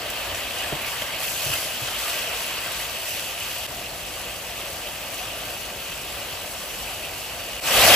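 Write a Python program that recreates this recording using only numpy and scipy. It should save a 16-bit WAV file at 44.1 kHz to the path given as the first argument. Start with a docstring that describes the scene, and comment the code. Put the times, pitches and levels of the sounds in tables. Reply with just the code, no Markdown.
"""A thick sauce simmers in a frying pan close to two microphone ports, in three passages joined by cuts.
First a spatula knocks, scrapes and stirs: damped modes ring, gliding resonances rasp, bared metal sizzles.
From 3.67 s a calm simmer of shaped noise and rising bubble tones goes on; a motor hum swells once near 6.7 s.
From 7.6 s a much louder simmer fades in. Bursting droplets spit in the first two passages.
A noise rumble of the kitchen lies under all; above 7950 Hz the left port lags the right."""
import sys
import numpy as np
from scipy import signal
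from scipy.fft import rfft, irfft, next_fast_len
from scipy.io import wavfile
from scipy.ndimage import uniform_filter1d, map_coordinates

SR = 44100
rng = np.random.default_rng(int(sys.argv[2]) if len(sys.argv) > 2 else 0)


def generate_wav(signal):
    """Clip the signal to [-1, 1] and save it as 16-bit WAV at the path in sys.argv[1]."""
    frames = np.transpose(np.atleast_2d(signal))
    scaled = np.clip(frames, -1, 1) * 32767
    pcm = np.round(scaled).astype(np.int16)
    wavfile.write(sys.argv[1], SR, pcm)


N = 350595  # samples

# Spectra of the noise layers. Each row: frequency in Hz, relative level in dB per Hz.
KITCHEN_SPECTRUM = [(12, -40), (20, -21), (49, -2), (76, -2.5), (97, -2.5), (173, -7), (225, -8.5),
                    (268, -8.5), (400, -6.5), (520, -23), (880, -120)]
HUM_SPECTRUM = [(40, -30), (48, -1), (55, -6), (61, -15), (75, -26.5)]  # fuzzy motor hum
BOIL_SPECTRUM = [(150, -36), (250, -15.5), (416, -11.5), (473, -2.5), (625, 1.5), (723, -1), (850, -6),
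                 (950, -8), (1240, -36), (2090, -120)]  # the deep boil
FROTH_SPECTRUM = [(530, -36), (900, -1), (1090, -1), (1180, -1), (1340, -1.5), (2200, -2), (2860, -39),
                  (4840, -120)]  # froth breaking on the surface
STEAM_SPECTRUM = [(1260, -24), (2150, -6.5), (2530, 1), (3080, -0.5), (3840, -5.5), (6000, -21),
                  (7800, -62), (13200, -120)]  # steam ringing in the pan's bowl
SIZZLE_SPECTRUM = [(2500, -40), (4000, -4), (5500, 0), (7000, -2), (8300, -2), (9000, -5), (10000, -2),
                   (11000, 0), (12000, -2), (14000, -2), (15800, -3.5)]
# Narrow resonances of pan and hob. Each row: centre in Hz, width in Hz, lift in dB.
BOWL_RESONANCES = [(730, 65, 1.5), (1165, 53, 3.5), (1220, 12, 3), (1573, 46, 4), (1950, 54, 2.5),
                   (2617, 105, 3), (2884, 100, 4), (3220, 39, 4.5), (4290, 53, 5.5), (4610, 70, 6.5)]
# The passages. Each row: start in seconds, fade in seconds, level the fade starts from in dB,
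# then the levels of boil, froth, steam, sizzle and rumble in dB, and the sinking in dB per second.
PASSAGES = [(0, 0.0091, 1, -38.5, -38.8, -34, -36, -46.5, 0.9),
            (3.666, .03, -16, -41, -41.5, -37, -36, -47, 0.05),
            (7.602, 0.34, -32, -21.5, -20.5, -16.5, -16, -33, -1)]
# Share of the sinking, as the sauce thickens, in boil, froth, steam, sizzle and rumble.
SINK_SHARES = [1, 0.28, 0.26, 0.45, 0.6]
# Stirring works the sauce up and spreads it thin. Each row: time in seconds, vigour in dB.
STIRRING_VIGOUR = [(0, 0), (1.02, 0.5), (1.3, -0.5), (1.55, 2), (1.7, -0.5), (2.05, 2), (2.6, 1.1),
                   (2.95, -1), (3.6, -2), (3.666, -1.5)]
# Strokes that bare hot metal. Each row: start in seconds, time it stays bare in seconds, flare in dB.
BARED_METAL = [(.22, 0.045, 1.5), (.48, .04, 2.5), (.84, 0.032, 4.3), (1.17, .4, 8.2), (1.75, 0.19, 5),
               (1.95, 0.17, 7.5), (2.3, .1, 6.5), (2.56, 0.38, 4.5), (3.02, 0.045, 7.5), (3.36, 0.16, 5.5)]
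# Droplets bursting. Each row: start in seconds, level in dB before a common trim, pitch in Hz.
DROPLETS = [(0.1007, -17.5, 11200), (0.347, -22, 6400), (0.4015, -27, 6610), (0.584, -21.5, 7000),
            (0.817, -20, 11700), (0.8624, -24, 11100), (1.071, -28.5, 10800), (1.4496, -21, 11300),
            (1.5365, -16, 11100), (2.6683, -22.5, 14000), (2.7182, -21.5, 11100), (3.6905, -35.5, 8190),
            (3.8397, -30, 8070), (5.1427, -22.5, 8270), (5.5014, -22, 11100)]
# Blade dragged over the pan. Each row: start and end in seconds, start and end pitch in Hz, level in dB.
SCRAPES = [(.62, .67, 1800, 1800, -40), (.8, .92, 2750, 2050, -38), (.9, 1.0, 1650, 1900, -42),
           (1.04, 1.2, 1800, 2600, -39.5), (1.17, 1.35, 2400, 2950, -41), (1.515, 1.555, 2950, 2750, -30),
           (1.5, 1.585, 1500, 1480, -37), (1.54, 1.6, 2000, 2100, -38), (1.7, 1.8, 2900, 3100, -39),
           (1.86, 1.91, 1450, 1500, -39), (2.79, 2.83, 2070, 2070, -37), (3.05, 3.15, 2600, 2900, -40)]
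# Pan bumps. Each row: start in seconds, level in dB before the push's trim, push pitch in Hz,
# slap relative to that level in dB.
BUMPS = [(.274, -34.5, 85, -6), (.309, -35.5, 92, -6), (.719, -30, 145, 6), (1.45, -31, 138, -4),
         (1.491, -32, 125, -6), (1.524, -36, 95, -6), (1.809, -32, 125, -6)]
# Spatula on metal. Each row: start in seconds, level in dB before a common trim.
METAL_TAPS = [(0.6394, -24), (1.0206, -11), (1.1857, -21), (1.2794, -20), (1.4494, -19), (1.5269, -27),
              (1.5544, -16), (1.5844, -25), (1.6292, -22), (1.6544, -20), (1.8662, -25.5), (1.8844, -22)]
# Modes of the tapped pan. Each row: frequency in Hz, mean relative level in dB.
PAN_MODES = [(614, -4.5), (1170, -19), (2080, -4), (3122, 2.5), (4727, -12)]
# Between the ports. Each row: frequency in Hz, share of direct sound from 0 to 1,
# phase by which left leads in radians (before the treble lag), left minus right in dB.
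PORT_DIFFERENCES = [(60, .98, 0, .5), (140, .95, 0, .3), (230, .88, 0, 1), (500, .88, .1, 1),
                    (1100, .6, .3, 2.5), (1600, .7, -.1, 1), (2800, .73, .75, -1), (3600, .47, 1, 2),
                    (4600, .55, .65, 1.5), (5200, .1, .5, 2.5), (6200, .38, .1, 3), (7100, .1, -.5, 3.5),
                    (7600, .9, .2, .5), (8000, 1, 0, 0)]

BOIL_FOLLOWS, FROTH_FOLLOWS, STEAM_FOLLOWS = .4, 1.13, .78  # dB for each dB of vigour
OPEN_S, CLOSE_S = .043, .24  # rise of a flare, time constant of the sauce flowing back
STEAM_FLARES = .16  # share of the flare heard in the steam
SWELL_S, SWELL_WIDTH_S, SWELL_DB = 6.74, .27, 7.5  # hum swell: middle, half width at 1/e of the lift, lift
IN_STEP_HZ, LAG_S = 7950, 1 / 3110  # above this frequency the left port lags by LAG_S
TOP_HZ = 15750  # band limit


def amp(db):
    """A level in dB is 20 times the base-ten logarithm of the amplitude."""
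    return 10 ** (np.asarray(db) / 20)


def unit(x):
    """Root-mean-square normalization scales a sound to rms 1."""
    return x / np.sqrt(np.mean(x ** 2) + 1e-20)


def along(points, hz):
    """Interpolation on a logarithmic frequency axis gives each column after the frequency."""
    f, *columns = np.transpose(points)
    return [np.interp(np.log(hz + 1), np.log(f + 1), c) for c in columns]


def curves(rows):
    """Linear interpolation in time gives each column after the time, per sample."""
    s, *columns = np.transpose(rows)
    return [np.interp(np.arange(N) / SR, s, c) for c in columns]


def wobble(rate):
    """Spline interpolation of random knots, rate a second, gives a smooth fluctuation."""
    knots = rng.standard_normal(int(N * rate / SR) + 4)
    return map_coordinates(knots, [np.arange(N) * rate / SR])


def filtered(x, response):
    """Linear filtering multiplies the spectrum by a complex frequency response."""
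    m = next_fast_len(N + 8192)
    return irfft(rfft(x, m) * response(np.fft.rfftfreq(m, 1 / SR)), m)[..., :N]


def rush(spectrum, patchy_db, grainy_db):
    """Modulated noise: four noises, together rms 1, share patches of gain and a fast crackle."""
    z = signal.stft(rng.standard_normal((4, N)), nperseg=512)[2]
    field = rng.standard_normal(z.shape[1:])
    field = uniform_filter1d(field, size=12, axis=0)  # smooth over frequency
    field = uniform_filter1d(field, size=8, axis=1)  # smooth over time
    patchy = signal.istft(z * amp(patchy_db * unit(field)), nperseg=512)[1][:, :N]
    grainy = patchy * amp(grainy_db * wobble(300))
    return unit(filtered(grainy, lambda hz: amp(along(spectrum, hz)[0])))


def bubbles(count, hz, spread, cycles, size_db):
    """Bubble resonance: damped sines at random moments rise in pitch as bubbles open; rms 1."""
    at, pitch = rng.random(count), rng.standard_normal(count)
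    size = np.clip(rng.normal(size=count), -2, 2)
    f = (hz * np.exp(spread * pitch))[:, None]
    t = np.arange(700) / SR
    u = t * f / cycles
    envelope = amp(size_db * size)[:, None] * u * np.exp(-3 * u)
    grain = envelope * np.sin(2 * np.pi * f * t * (1 + .095 * u))
    where = (at * N).astype(int)[:, None] + np.arange(700)
    return unit(np.bincount(where.ravel(), grain.ravel(), N + 700)[:N])


def scattered(x, t60):
    """Diffuse reflection: x itself and three copies smeared by the hob, the wall and the hood."""
    t = np.arange(SR // 8) / SR
    tails = rng.standard_normal((3, len(t))) * amp(-60 * t / t60)
    tails = tails / np.linalg.norm(tails, axis=1, keepdims=True)
    return np.vstack([x, signal.fftconvolve(x[None], tails, axes=1)[:, :N]])


def add(track, s, sound):
    """Superposition lays a sound on the track at second s."""
    track[round(s * SR):][:len(sound)] += sound


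def passage_levels():
    """Gains in series add in dB: level, sinking and fade of the five layers, per sample."""
    t = np.arange(N) / SR
    starts = [row[0] for row in PASSAGES]
    running = np.maximum(np.searchsorted(starts, t, "right") - 1, 0)
    start, fade_s, from_db, *levels_db, sinks_db = np.transpose(PASSAGES)[:, running]
    progress = np.sin(np.pi / 2 * np.clip((t - start) / fade_s, 0, 1))
    fade = amp(from_db) + (1 - amp(from_db)) * progress
    sunk_db = np.outer(SINK_SHARES, sinks_db * (t - start))
    return np.array(levels_db) - sunk_db + 20 * np.log10(fade)


def flare():
    """Exponential relaxation: a lift in dB opens, stays, and decays as sauce covers the metal."""
    t = np.arange(N) / SR
    lifts = []
    for s, bare_s, db in BARED_METAL:
        opening = np.clip((t - s) / OPEN_S, 0, 1)
        closing = np.exp(-np.maximum(t - s - OPEN_S - bare_s, 0) / CLOSE_S)
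        lifts.append(db * opening * closing)
    return np.max(lifts, axis=0) * (t < PASSAGES[1][0])  # first passage only


def kitchen():
    """Broadband and narrowband noise add: rumble of room and hood, and a motor hum that swells."""
    t = np.arange(N) / SR
    swell_db = SWELL_DB * np.exp(-((t - SWELL_S) / SWELL_WIDTH_S) ** 2)
    room = amp(1.5) * rush(KITCHEN_SPECTRUM, patchy_db=.5, grainy_db=1.1)
    hum = amp(swell_db + 2) * rush(HUM_SPECTRUM, patchy_db=1.2, grainy_db=1.5)
    return amp(passage_levels()[-1]) * (room + hum)


def droplets():
    """Impulsive vapour release: each spit is a decaying puff of noise around its own pitch."""
    track, t = np.zeros(N + SR), np.arange(SR // 30) / SR
    for s, db, hz in DROPLETS:
        band = signal.butter(1, [hz * .7, min(hz * 1.4, 18000)], "band", fs=SR)
        puff = signal.lfilter(*band, rng.standard_normal(len(t)))
        add(track, s, amp(db - 7.5 - 60 * t / .049) * unit(puff))
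    return scattered(track[:N], t60=.037)


def scrape():
    """Friction excitation: each stroke is gritty noise in one resonance gliding with the blade."""
    grit = rush([(0, 0), (100, -3), (320, -15), (1000, -45)], patchy_db=.5, grainy_db=2)
    track = np.zeros((4, N))
    for start, end, from_hz, to_hz, db in SCRAPES:
        at = np.arange(round(start * SR), round(end * SR))
        pitch = np.linspace(from_hz, to_hz, len(at))
        glide = np.cos(2 * np.pi * np.cumsum(pitch) / SR)  # carries the low grit up to the pitch
        track[:, at] += amp(db) * 2 * np.sqrt(np.hanning(len(at))) * glide * grit[:, at]
    return track


def spatula():
    """Impact excitation: bumps push the pan low with a dull slap; taps ring its damped modes."""
    track, t = np.zeros(N + SR), np.arange(SR // 8) / SR
    slap_band = signal.butter(2, [240, 720], "band", fs=SR)
    for s, db, hz, slap_db in BUMPS:
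        tones = np.sin(2 * np.pi * hz * t) + .5 * np.sin(2 * np.pi * hz * .62 * t)
        push = (t / .008) ** 2 * np.exp(-t / .008) * tones  # the weight follows the slap
        add(track, s, amp(db + 4.5) * push)
        slap = unit(signal.lfilter(*slap_band, rng.standard_normal(len(t))))
        add(track, s, amp(db + slap_db - 60 * t / .16) * (1 - np.exp(-t / .002)) * slap)
    for s, db in METAL_TAPS:
        ring = sum(amp(level + rng.normal(0, 2) - 60 * t / .03) * np.sin(2 * np.pi * hz * t)
                   for hz, level in PAN_MODES)
        click = .5 * amp(-60 * t / .013) * rng.standard_normal(len(t))
        add(track, s, amp(db - 8) * (ring + click))
    return scattered(track[:N], t60=.03)


def sauce():
    """Boiling noise: steam hisses through the sauce, bubbles burst, bared metal adds sizzle."""
    boil_db, froth_db, steam_db, sizzle_db, _ = passage_levels()
    vigour_db, flare_db = curves(STIRRING_VIGOUR)[0], flare()
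    boiling = wobble(9)  # slow unsteadiness shared by all layers
    deep = bubbles(count=900, hz=651, spread=.244, cycles=7.3, size_db=5)
    middle = bubbles(count=1500, hz=1490, spread=.251, cycles=12.1, size_db=4.5)
    small = bubbles(count=3000, hz=2874, spread=.18, cycles=11.2, size_db=-1)
    boil = rush(BOIL_SPECTRUM, patchy_db=.55, grainy_db=.7) + amp(-9) * scattered(deep, t60=.067)
    froth = rush(FROTH_SPECTRUM, patchy_db=1, grainy_db=.8) + amp(-10) * scattered(middle, t60=.045)
    steam = rush(STEAM_SPECTRUM, patchy_db=1.46, grainy_db=1) + amp(-12) * scattered(small, t60=.066)
    sizzle = rush(SIZZLE_SPECTRUM, patchy_db=1.1, grainy_db=1)
    body = amp(boil_db + BOIL_FOLLOWS * vigour_db) * boil
    body = body + amp(froth_db + FROTH_FOLLOWS * vigour_db) * froth
    body = body + amp(steam_db + STEAM_FOLLOWS * vigour_db + STEAM_FLARES * flare_db) * steam
    sizzle_gain = amp(sizzle_db + flare_db + .15 * boiling + .59 * wobble(10))
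    return amp(.5 * boiling) * body + sizzle_gain * sizzle


def bowl(hiss):
    """Resonance: narrow peaks of pan and hob colour the hiss, their lifts adding in dB."""
    def response(hz):
        return amp(sum(db / (1 + (2 * (hz - centre) / width) ** 2)
                       for centre, width, db in BOWL_RESONANCES))
    return filtered(hiss, response)


def ports(four, loose=.94):
    """Interaural-style coherence: direct sound differs in phase, scattered sound is unlike at each port."""
    def mix(hz):
        share, leads, tilt_db = along(PORT_DIFFERENCES, hz)
        share = np.clip(share, 0, 1)
        treble = hz > IN_STEP_HZ
        slack = np.clip(loose, 0, 1) * treble
        half = (leads - 2 * np.pi * LAG_S * np.maximum(hz - IN_STEP_HZ, 0)) / 2
        half = half - .16 * np.sin(4 * half) * treble  # lingers in phase and in antiphase
        direct, wide = np.sqrt(share), np.sqrt((1 - share) / 2)
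        across = 1j * direct * np.sin(half)
        mid = np.array([direct * np.cos(half), wide, 0 * hz, 0 * hz])
        # in the treble the difference follows the sum only loosely
        side = np.array([across * np.sqrt(1 - slack ** 2), 0 * hz, wide, across * slack])
        return np.array([(mid + side) * amp(tilt_db / 2), (mid - side) * amp(-tilt_db / 2)])
    return filtered(four, mix).sum(axis=1)


def scene():
    """Superposition: all sources add before they reach the two ports."""
    return ports(bowl(sauce()) + scrape() + spatula() + droplets() + kitchen())


def record(dry):
    """Band limitation: nothing passes at or above the limit."""
    return filtered(dry, lambda hz: hz < TOP_HZ)


dry = scene()
out = record(dry)
generate_wav(out)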